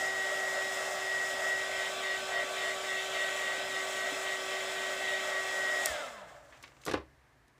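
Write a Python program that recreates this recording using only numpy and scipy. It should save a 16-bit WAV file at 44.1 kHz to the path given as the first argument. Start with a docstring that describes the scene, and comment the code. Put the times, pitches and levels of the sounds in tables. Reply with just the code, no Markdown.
"""Heat gun over a tumbler

A small heat gun is swept to and fro over a tumbler about a metre from a phone in a quiet workshop.
Its five-blade fan whines as sines on multiples of the shaft speed; its air is noise shaped by a short barrel.
The switch snaps as a noise burst and the fan coasts down under friction and drag. Sleeve and cord rustle as
filtered noise, and the gun clatters onto a shelf, each contact a noise crack with ringing modes.
"""
import sys
import numpy as np
from scipy import signal
from scipy.fft import rfft, irfft, next_fast_len
from scipy.io import wavfile
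from scipy.ndimage import uniform_filter1d, map_coordinates

SR = 44100
rng = np.random.default_rng(int(sys.argv[2]) if len(sys.argv) > 2 else 0)


def elevation(decibels):
    """Turn decibel levels (scalar or array-like) into linear amplitude ratios."""
    levels = np.asarray(decibels, float)
    return 10 ** (levels / 20)


def put_to_file(sound):
    """Save the sound as 16-bit audio at rate SR, in the file named by the first command-line argument."""
    columns = np.atleast_2d(sound).T  # one column per channel
    safe = np.clip(columns, -1, 1)
    whole_steps = np.round(safe * 32767)
    wavfile.write(sys.argv[1], SR, whole_steps.astype(np.int16))


N = 334699
T = np.arange(N) / SR
SWITCH_OFF_S = 5.862


def curve(table):
    """Linear interpolation: the columns of a table joined by straight lines in time."""
    s, *columns = np.transpose(table)
    return [np.interp(T, s, c) for c in columns]


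def shaped(x, gain_db):
    """Linear filtering: multiply the spectrum by a gain in dB given as a function of frequency."""
    size = next_fast_len(len(x) + 4096)
    hz = np.arange(size // 2 + 1) * SR / size + 1e-3
    return irfft(rfft(x, size) * elevation(gain_db(hz)), size)[:len(x)]


def colour(points, hz):
    """Spectral envelope: level in dB, interpolated along log frequency."""
    point_hz, point_db = np.transpose(points)
    return np.interp(np.log(hz), np.log(point_hz), point_db)


def unit(x):
    """Normalisation: scale to rms 1."""
    return x / np.sqrt(np.mean(x ** 2))


def walk(rate):
    """Slow random modulation: levels held 1 / rate s and slewed twice; rms 1."""
    hold = int(SR / rate)
    steps = np.repeat(rng.standard_normal(N // hold + 1), hold)
    return unit(uniform_filter1d(uniform_filter1d(steps, hold), hold)[:N])


def decay(t, t60, rise_s):
    """Exponential decay: a loss of 60 dB in t60 seconds, after a short rise."""
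    return elevation(-60 * t / t60) * (1 - np.exp(-t / rise_s))


def ring(hz, t60, rise_s, phase):
    """Modal vibration: a decaying sine."""
    t = np.arange(int(min(t60, .5) * SR)) / SR
    return np.sin(2 * np.pi * hz * t + phase) * decay(t, t60, rise_s)


def add(out, s, x):
    """Superposition: mix a sound in at time s."""
    i = int(s * SR)
    out[i:i + len(x)] += x[:N - i]


# Shaft speed under power, sagging slightly by the end as the motor warms.
# Each row: time in seconds, speed in Hz.
SHAFT_SPEED = [(0, 382.1), (.75, 381.8), (2, 382.4), (3, 382.15), (4.5, 381.8), (5.86, 381.25)]


def fan():
    """Harmonic synthesis: the rotor tones follow multiples of one shaft angle, beside thin steady tones."""
    hz = curve(SHAFT_SPEED)[0] * speed()
    turn = 2 * np.pi * np.cumsum(hz * (1 + 0.001 * walk(60))) / SR
    # 0 under power, 1 soon after the current stops (time constant 0.02 s)
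    off = 1 - np.exp(-np.maximum(T - SWITCH_OFF_S, 0) / .02)
    fade = elevation(79 * np.log10(speed()))  # dB per tenfold speed
    tones = blade_tone(turn, hz, off) + shaft_tone(turn, hz, off) + coasting_multiples(turn, hz, off)
    faint = low_multiples(turn) + upper_multiples(turn) + thin_tones()
    return np.sqrt(2) * (tones + fade * faint)


BLADE_DB, BLADE_DROP_DB, BLADE_FALL_DB = -36, -7.5, 58  # powered rms, power-off drop, per tenfold speed
BLADE_BARREL_SHARE = .6  # part of the barrel resonances that lifts the gliding blade tone


def blade_tone(turn, hz, off):
    """Blade-pass tone: five blades sound at five times the shaft speed, beaming past with each stroke."""
    level_db = BLADE_DB + BLADE_DROP_DB * off + BLADE_FALL_DB * np.log10(speed())
    level_db = level_db + BLADE_BARREL_SHARE * off * barrel_db(5 * hz)
    flicker_db = 0.54 * walk(40) + 1.03 * walk(250) + 1.2 * off * walk(20)
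    return beam() * elevation(level_db + flicker_db) * np.sin(5 * turn)


SHAFT_DB, SHAFT_DROP_DB, SHAFT_FALL_DB = -49.5, -11, 10  # powered rms, power-off drop, per tenfold speed
HOUSING_HZ, HOUSING_OCTAVES = 228, .5  # housing resonance; 6 dB down this far to either side


def shaft_tone(turn, hz, off):
    """Forced resonance: unpowered, the shaft tone is heard only while it crosses a housing resonance."""
    level_db = SHAFT_DB + SHAFT_DROP_DB * off + SHAFT_FALL_DB * np.log10(speed())
    housing_db = -6 * off * (np.log2(hz / HOUSING_HZ) / HOUSING_OCTAVES) ** 4
    return elevation(level_db + housing_db + 0.9 * walk(30) + 0.8 * walk(3)) * np.sin(turn)


# Faint shaft multiples heard gliding down while the rotor coasts.
# Each row: multiple of the shaft speed, rms level in dB before the losses with pitch and speed.
COASTING = [(7, -68), (10, -66), (15, -65)]
COASTING_TOP_HZ = 1900  # the barrel's loss reaches 6.3 dB here


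def coasting_multiples(turn, hz, off):
    """Low-pass transmission: coasting multiples come through the barrel better as their pitch sinks."""
    out = 0
    for k, db in COASTING:
        barrel_loss_db = -6.3 * (k * hz / COASTING_TOP_HZ) ** 2
        level_db = db + barrel_loss_db + 8.0 * np.log10(speed()) + 5.0 * walk(16)
        out = out + elevation(level_db) * np.sin(k * turn)
    return off * out * np.clip((6.74 - T) / 0.089, 0, 1)


# Low shaft multiples under power.
# Each row: multiple of the shaft speed, rms level in dB in the open, change in dB when hidden.
LOW = [(2, -49.5, -6.5), (3, -58, 6.5), (4, -54.5, 5)]


def low_multiples(turn):
    """Shadowing: each low multiple wavers alone and changes level behind the tumbler."""
    return sum(elevation(db + hidden_db * hidden() + 2.6 * walk(14)) * np.sin(k * turn + k)
               for k, db, hidden_db in LOW)


# Upper shaft multiples under power. 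Each row: multiple of the shaft speed, rms level in dB.
UPPER = [(6, -73), (7, -66), (8, -67), (9, -63), (10, -61), (11, -63), (12, -68), (13, -67), (14, -65),
         (15, -67), (17, -75), (18, -70), (19, -72), (20, -66), (21, -74), (25, -77)]


def upper_multiples(turn):
    """Independent modulation: each upper multiple wavers alone as the gun swings."""
    return sum(elevation(db + 2.5 * walk(7)) * np.sin(k * turn + k) for k, db in UPPER)


# Faint thin steady tones in the treble. Each row: frequency in Hz, rms level in dB before the switch-off.
THIN_TONES = [(10024, -77), (10401, -80), (13835, -84)]


def thin_tones():
    """Pure tones: sines whose pitch does not follow the shaft."""
    return sum(elevation(db) * np.sin(2 * np.pi * hz * T) for hz, db in THIN_TONES)


# loss of the free rotor to bearing friction and to air drag on the blades, share of full speed per s
FRICTION, DRAG = .68, 1.3


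def speed():
    """Rotor dynamics: share of full speed; unpowered, it loses FRICTION + DRAG * speed ** 2 each second."""
    knee = np.sqrt(FRICTION / DRAG)
    angle = np.arctan(1 / knee) - np.sqrt(FRICTION * DRAG) * np.maximum(T - SWITCH_OFF_S, 0)
    return np.maximum(knee * np.tan(angle), .01)


# Each stroke of the wrist. Each row: time in seconds when the nozzle beams at the phone, beam gain in dB,
# time in seconds when it is turned away, beam gain in dB.
STROKES = [(.18, 1, 0.45, -0.5), (.56, 0, 0.95, -7), (1.19, 3, 1.36, -4.5), (1.53, 3.5, 1.69, -6),
           (1.84, -1.5, 1.965, -34), (2.1, 1, 2.26, -26), (2.385, 2.5, 2.49, -25), (2.67, -0.5, 2.8, -25),
           (2.94, 0, 3.09, -13), (3.22, 1.5, 3.345, -7), (3.47, 0, 3.66, -10.5), (3.77, -1.5, 3.88, -11),
           (4.04, -0.5, 4.16, -11), (4.325, -1.5, 4.43, -12.5), (4.56, -5, 4.68, -10),
           (4.83, -3.5, 4.97, -9.5), (5.12, 0.5, 5.25, -6.5), (5.39, 1, 5.44, -3.5), (5.7, 2.5, 5.84, 0.5),
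           (6.03, 3, 6.12, -6), (6.2, 5, 6.3, 0)]


def stroke_ends():
    """Kinematics: beam gain in dB at each end of the strokes, and the running place along these ends."""
    s, db = np.reshape(STROKES, (-1, 2)).T
    return db, np.interp(T, s, np.arange(len(s)))


def beam():
    """Directivity: gain toward the phone, swinging smoothly between the ends of each stroke."""
    sharpness = 1.8  # above 1 the beam is narrow and the gaps wide
    db, place = stroke_ends()
    end = np.floor(place)
    eased = end + (1 - np.cos(np.pi * (place - end))) / 2
    return np.interp(eased, np.arange(len(db)), elevation(db / sharpness)) ** sharpness


# How far the tumbler hides the nozzle. Each row: time in seconds, share from 0 to 1.
HIDDEN = [(0, 0.14), (1.45, 0.13), (1.8, 0.92), (3, 0.97), (4.5, 0.85), (5.3, 0.77), (5.8, 0.38)]


def hidden():
    """Acoustic shadow: share of the nozzle behind the tumbler."""
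    return curve(HIDDEN)[0]


# Barrel resonances over the air colour. Each row: frequency in Hz, width in Hz, lift in dB.
BARREL = [(593.7, 78, 9.5), (696, 73, 6.5), (896, 26, 4), (1319, 23, 8.5), (2020, 170, 8), (2096, 170, 7.5),
          (2670, 90, 7), (3094, 60, 5.5), (3480, 570, 8), (5160, 260, 7), (6920, 250, 2), (7930, 430, 4),
          (4500, 560, -2.5), (11900, 700, 0.5), (13100, 1200, 0), (14200, 1200, 9.5), (15400, 1000, 8)]


def barrel_db(hz):
    """Resonance: summed lift of the barrel modes in dB."""
    return sum(db / (1 + (2 * (hz - f) / width) ** 2) for f, width, db in BARREL)


# Spectrum of the air before the barrel. Each row: frequency in Hz, relative level in dB per Hz.
AIR_COLOUR = [(35, -59.5), (60, -23.5), (326, -7.5), (375, -21.5), (431, -8), (624, -1), (992, -8),
              (1140, -4.5), (1770, -5), (1940, -10.5), (2290, -13), (3550, -17), (6050, -19), (7120, -15.5),
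              (15300, -41)]
# Air regions: barrel roar, nozzle hiss, treble hiss, low rumble, rush beside the blade tone, nozzle whistle band.
# Each row: core rms in dB in the open before the other gains, change in dB when hidden,
# share of the beam's dB, dB per tenfold speed.
REGIONS = [(-41, -0.83, 0.082, 22.5), (-46, 4, .12, 48.5), (-45, -2.5, 0.036, 59.5), (-60.5, -0.5, 0, 32),
           (-45, 2.5, 0.7, 49.5), (-44.5, -4, 0.03, 55)]
# The barrel tips toward the phone, then is carried down and away. Each row: time in seconds, gain in dB.
CARRIED = [(5.6, 0), (5.84, 1), (6.06, 1.5), (6.14, -2), (6.37, -3.5), (6.48, -9), (6.85, -6)]
BEAM_FLOOR_DB, BEAM_TOP_DB = -17.5, -1.5  # noise never vanishes as fully as the tone, and gains less on axis


def air():
    """Turbulent noise: barrel-coloured regions answer to the strokes, the tumbler and the rotor speed."""
    size = next_fast_len(N)
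    hz = np.arange(size // 2 + 1) * SR / size + 1e-3
    stream = rfft(rng.standard_normal(size)) * elevation(colour(AIR_COLOUR, hz) + barrel_db(hz))
    # Hz limits of each region, and of the core that sets its level
    limits = ((350, 1860), (2250, 4600), (5400, SR), (75, 350), (1860, 2250), (4600, 5400))
    cores = ((450, 1100), (2400, 4400), (4800, 15000), (90, 330), (1970, 2200), (4800, 15000))
    beam_db = np.minimum(20 * np.log10(beam() + elevation(BEAM_FLOOR_DB)), BEAM_TOP_DB)
    out = 0
    for (lo, hi), (a, b), (db, hidden_db, share, fall_db) in zip(limits, cores, REGIONS):
        core_rms = np.sqrt(2) * np.linalg.norm(stream[(hz >= a) & (hz <= b)]) / size
        band = irfft(stream * ((hz >= lo) & (hz < hi)), size)[:N]
        if lo > 2200:  # only the hiss is bounced
            band = bounced(band)
        level_db = db + hidden_db * hidden() + share * beam_db + fall_db * np.log10(speed())
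        out = out + band / core_rms * elevation(level_db + 0.81 * walk(25.19) + 0.44 * walk(8))
    return out * elevation(curve(CARRIED)[0]) * np.clip((6.95 - T) / .1, 0, 1)


# The hiss also bounces off tumbler and bench. Each row: level in dB when fully hidden, extra path in ms,
# swing with the stroke in ms, random drift in ms.
BOUNCES = [(-9, 1.3, .07, .03), (-11, 3.4, -.09, .05)]


def bounced(x):
    """Comb filtering: reflections whose paths stretch and shrink with each stroke shift the colour."""
    stroke = np.cos(np.pi * stroke_ends()[1])
    echoes = 0
    for db, path_ms, swing_ms, drift_ms in BOUNCES:
        late_ms = path_ms + swing_ms * stroke + drift_ms * walk(3)
        heard_at = (T - late_ms / 1000) * SR
        echoes = echoes + elevation(db) * map_coordinates(x, [heard_at], order=3, mode="mirror")
    return unit(x + hidden() * echoes) * np.std(x)


# Hard contacts and short scrapes. 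Each row: start in seconds, crack peak in dB, crack centre in Hz,
# crack t60 in seconds, shelf ring reference in dB.
HITS = [(6.523, -46.5, 1400, 0.29, -66), (6.574, -52, 2980, 0.025, -72), (6.626, -43.5, 5030, 0.04, -66),
        (6.637, -38, 1790, 0.064, -62), (6.677, -49, 2500, 0.034, -62), (6.718, -52, 1300, 0.044, -70),
        (6.767, -53, 2500, 0.025, -61), (6.814, -52, 4500, 0.085, -73), (6.836, -43, 2500, 0.02, -67),
        (6.8517, -32.5, 7500, 0.027, -73), (6.8628, -31, 4500, 0.03, -41.5), (6.873, -37, 4500, .02, -39),
        (6.8795, -28, 2160, 0.038, -31), (6.888, -37, 4200, .025, -47), (6.8943, -31.5, 2300, 0.044, -37),
        (6.9121, -31.5, 3200, 0.048, -36), (6.92, -34, 1500, .03, -39), (6.9351, -32.5, 3000, 0.035, -38),
        (6.9398, -27, 1980, 0.029, -27.5), (6.951, -32.5, 1500, 0.062, -35.5), (6.974, -45, 2020, .05, -42),
        (7.4794, -60, 4500, 0.028, -82), (7.58, -63, 3500, .03, -68)]
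# The switch snap: one row with the same columns.
SNAP = (5.858, -13.5, 7000, .012, -70)
# Modes of the shelf. Each row: frequency in Hz, level in dB over the ring reference, t60 in seconds.
SHELF = [(99, -13, .1), (131.7, -14, 0.08), (197.4, -16, .06), (224, -13, 0.06), (278, -8, .07),
         (340, 3, 0.038), (405, -6.5, 0.046), (453, -1.5, 0.044), (526, 2.5, 0.045), (580, -6, 0.057),
         (690, -8, 0.05), (737, -10.5, 0.054), (872, -10, 0.067), (1004, -5, 0.039), (1165, -0.5, .045),
         (1385, -5.5, 0.041), (1534, -3, .04), (1770, -5.5, .04), (2036, -8.5, 0.027), (2610, -11.5, .04)]
SNAP_OCTAVES, CRACK_OCTAVES = .85, 1.04  # cracks are 6 dB down this far from their centre
THUD_DB, THUD_HZ, THUD_OCTAVES, THUD_T60_S = 1, 450, 1.0, .032  # dull knock; dB over the ring reference


def hits():
    """Impact excitation: each contact is a crack of noise that sets the shelf ringing in a live room."""
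    out = np.zeros(N)
    widths = [SNAP_OCTAVES] + [CRACK_OCTAVES] * len(HITS)
    for (s, db, hz, t60, shelf_db), octaves in zip([SNAP, *HITS], widths):
        add(out, s, elevation(db) * burst(hz, octaves, t60, 0.00077))
        add(out, s, elevation(shelf_db + THUD_DB) * burst(THUD_HZ, THUD_OCTAVES, THUD_T60_S, .001))
        # every landing spot weights and detunes the modes differently
        for f, mode_db, mode_t60 in SHELF:
            weight, phase, detune = rng.standard_normal(3)
            level = elevation(shelf_db + mode_db + 2.5 * weight)
            add(out, s, level * ring(f * (1 + 0.04 * detune), mode_t60, 0.001, 3 * phase))
    return out + room_tail(out)


def burst(hz, octaves, t60, rise_s):
    """Band-limited impulse: decaying noise around one frequency, scaled to peak 1."""
    t = np.arange(4096) / SR
    noise = shaped(rng.standard_normal(len(t)), lambda f: -6 * (np.log2(f / hz) / octaves) ** 2)
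    noise = noise * decay(t, t60, rise_s)
    return noise / np.abs(noise).max()


ECHO_T60_S, ECHO_DB = .22, -13


def room_tail(x):
    """Reverberation: convolution with decaying noise that starts 6 ms late and is dull in the treble."""
    t = np.arange(SR // 2) / SR
    tail = rng.standard_normal(len(t)) * elevation(-60 * t / ECHO_T60_S) * np.clip(t / .006 - 1, 0, 1)
    tail = shaped(tail, lambda f: -3.0 * np.log2(1 + f / 1500))
    return elevation(ECHO_DB) * signal.fftconvolve(x, tail / np.linalg.norm(tail))[:N]


# Soft thumps through bench and hands.
# Each row: start in seconds, level in dB before rise and decay, frequency in Hz, t60 in seconds.
THUMPS = [(1.72, -55, 68, .2), (2.44, -39, 285, .06), (3.576, -41, 288, 0.072), (4.12, -32, 284, .06),
          (5.895, -40, 68, 0.14), (6.87, -50, 110, .1), (6.91, -40, 70, .2), (6.941, -43, 69, 0.43),
          (7.479, -60.5, 283, .1)]


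def thumps():
    """Structure-borne sound: soft blows ring one low mode each."""
    out = np.zeros(N)
    for s, db, hz, t60 in THUMPS:
        add(out, s, elevation(db) * ring(hz, t60, 0.005, 0))
    return out


# Sleeve and cord rustle while the arm reaches out. Each row: time in seconds, level in dB before flutter.
RUSTLE = [(5.9, -81), (6.2, -63), (6.48, -65), (6.56, -67), (6.66, -67), (6.72, -72), (6.8, -71),
          (6.85, -64.5), (6.95, -85), (7.1, -110)]
# Spectrum of the rustle. Each row: frequency in Hz, relative level in dB per Hz.
RUSTLE_COLOUR = [(200, -20), (500, -3.5), (1200, 1.5), (2500, -5.5), (4500, -11.5), (7500, -7.5),
                 (9500, -19), (12500, -25), (15000, -21)]


def rustle():
    """Friction noise: coloured cloth noise in uneven flutters."""
    cloth = unit(shaped(rng.standard_normal(N), lambda hz: colour(RUSTLE_COLOUR, hz)))
    return cloth * elevation(curve(RUSTLE)[0] + 2.3 * walk(14) + 1.5 * walk(60))


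# Spectrum of the quiet workshop. Each row: frequency in Hz, relative level in dB per Hz.
ROOM_COLOUR = [(35, -34.5), (60, -9), (87, -20.5), (129, -8), (183, -29), (270, -19), (319, -20.5),
               (432, -25.5), (886, -22.5), (1380, -27), (1740, -22.5), (2960, -35.5), (7680, -42.5),
               (15400, -51.5)]
ROOM_DB, HUM_HZ, HUM_DB = -66, 48.4, -77  # levels are rms


def room():
    """Background noise: slowly wavering coloured noise over a steady low hum."""
    hush = unit(shaped(rng.standard_normal(N), lambda hz: colour(ROOM_COLOUR, hz)))
    hum = np.sqrt(2) * elevation(HUM_DB) * np.sin(2 * np.pi * HUM_HZ * T)
    return elevation(ROOM_DB + 1.5 * walk(2.57)) * hush + hum


def scene():
    """Superposition: all sources sum at one microphone, which feeds both channels."""
    return np.tile(fan() + air() + hits() + thumps() + rustle() + room(), (2, 1))


def roll_off(x):
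    """The treble ends steeply here."""
    return signal.sosfilt(signal.butter(12, 16470, fs=SR, output="sos"), x)


def record(dry):
    """Band limiting: the deepest bass is cut, and the top ends steeply near 15.5 kHz."""
    bass_cut = signal.butter(4, 38, "high", fs=SR, output="sos")
    top_cut = signal.ellip(10, .3, 45, 15480, fs=SR, output="sos")  # ripple dB, stopband dB, edge Hz
    wet = signal.sosfilt(top_cut, signal.sosfilt(bass_cut, dry))
    return roll_off(wet)


dry = scene()
out = record(dry)
put_to_file(out)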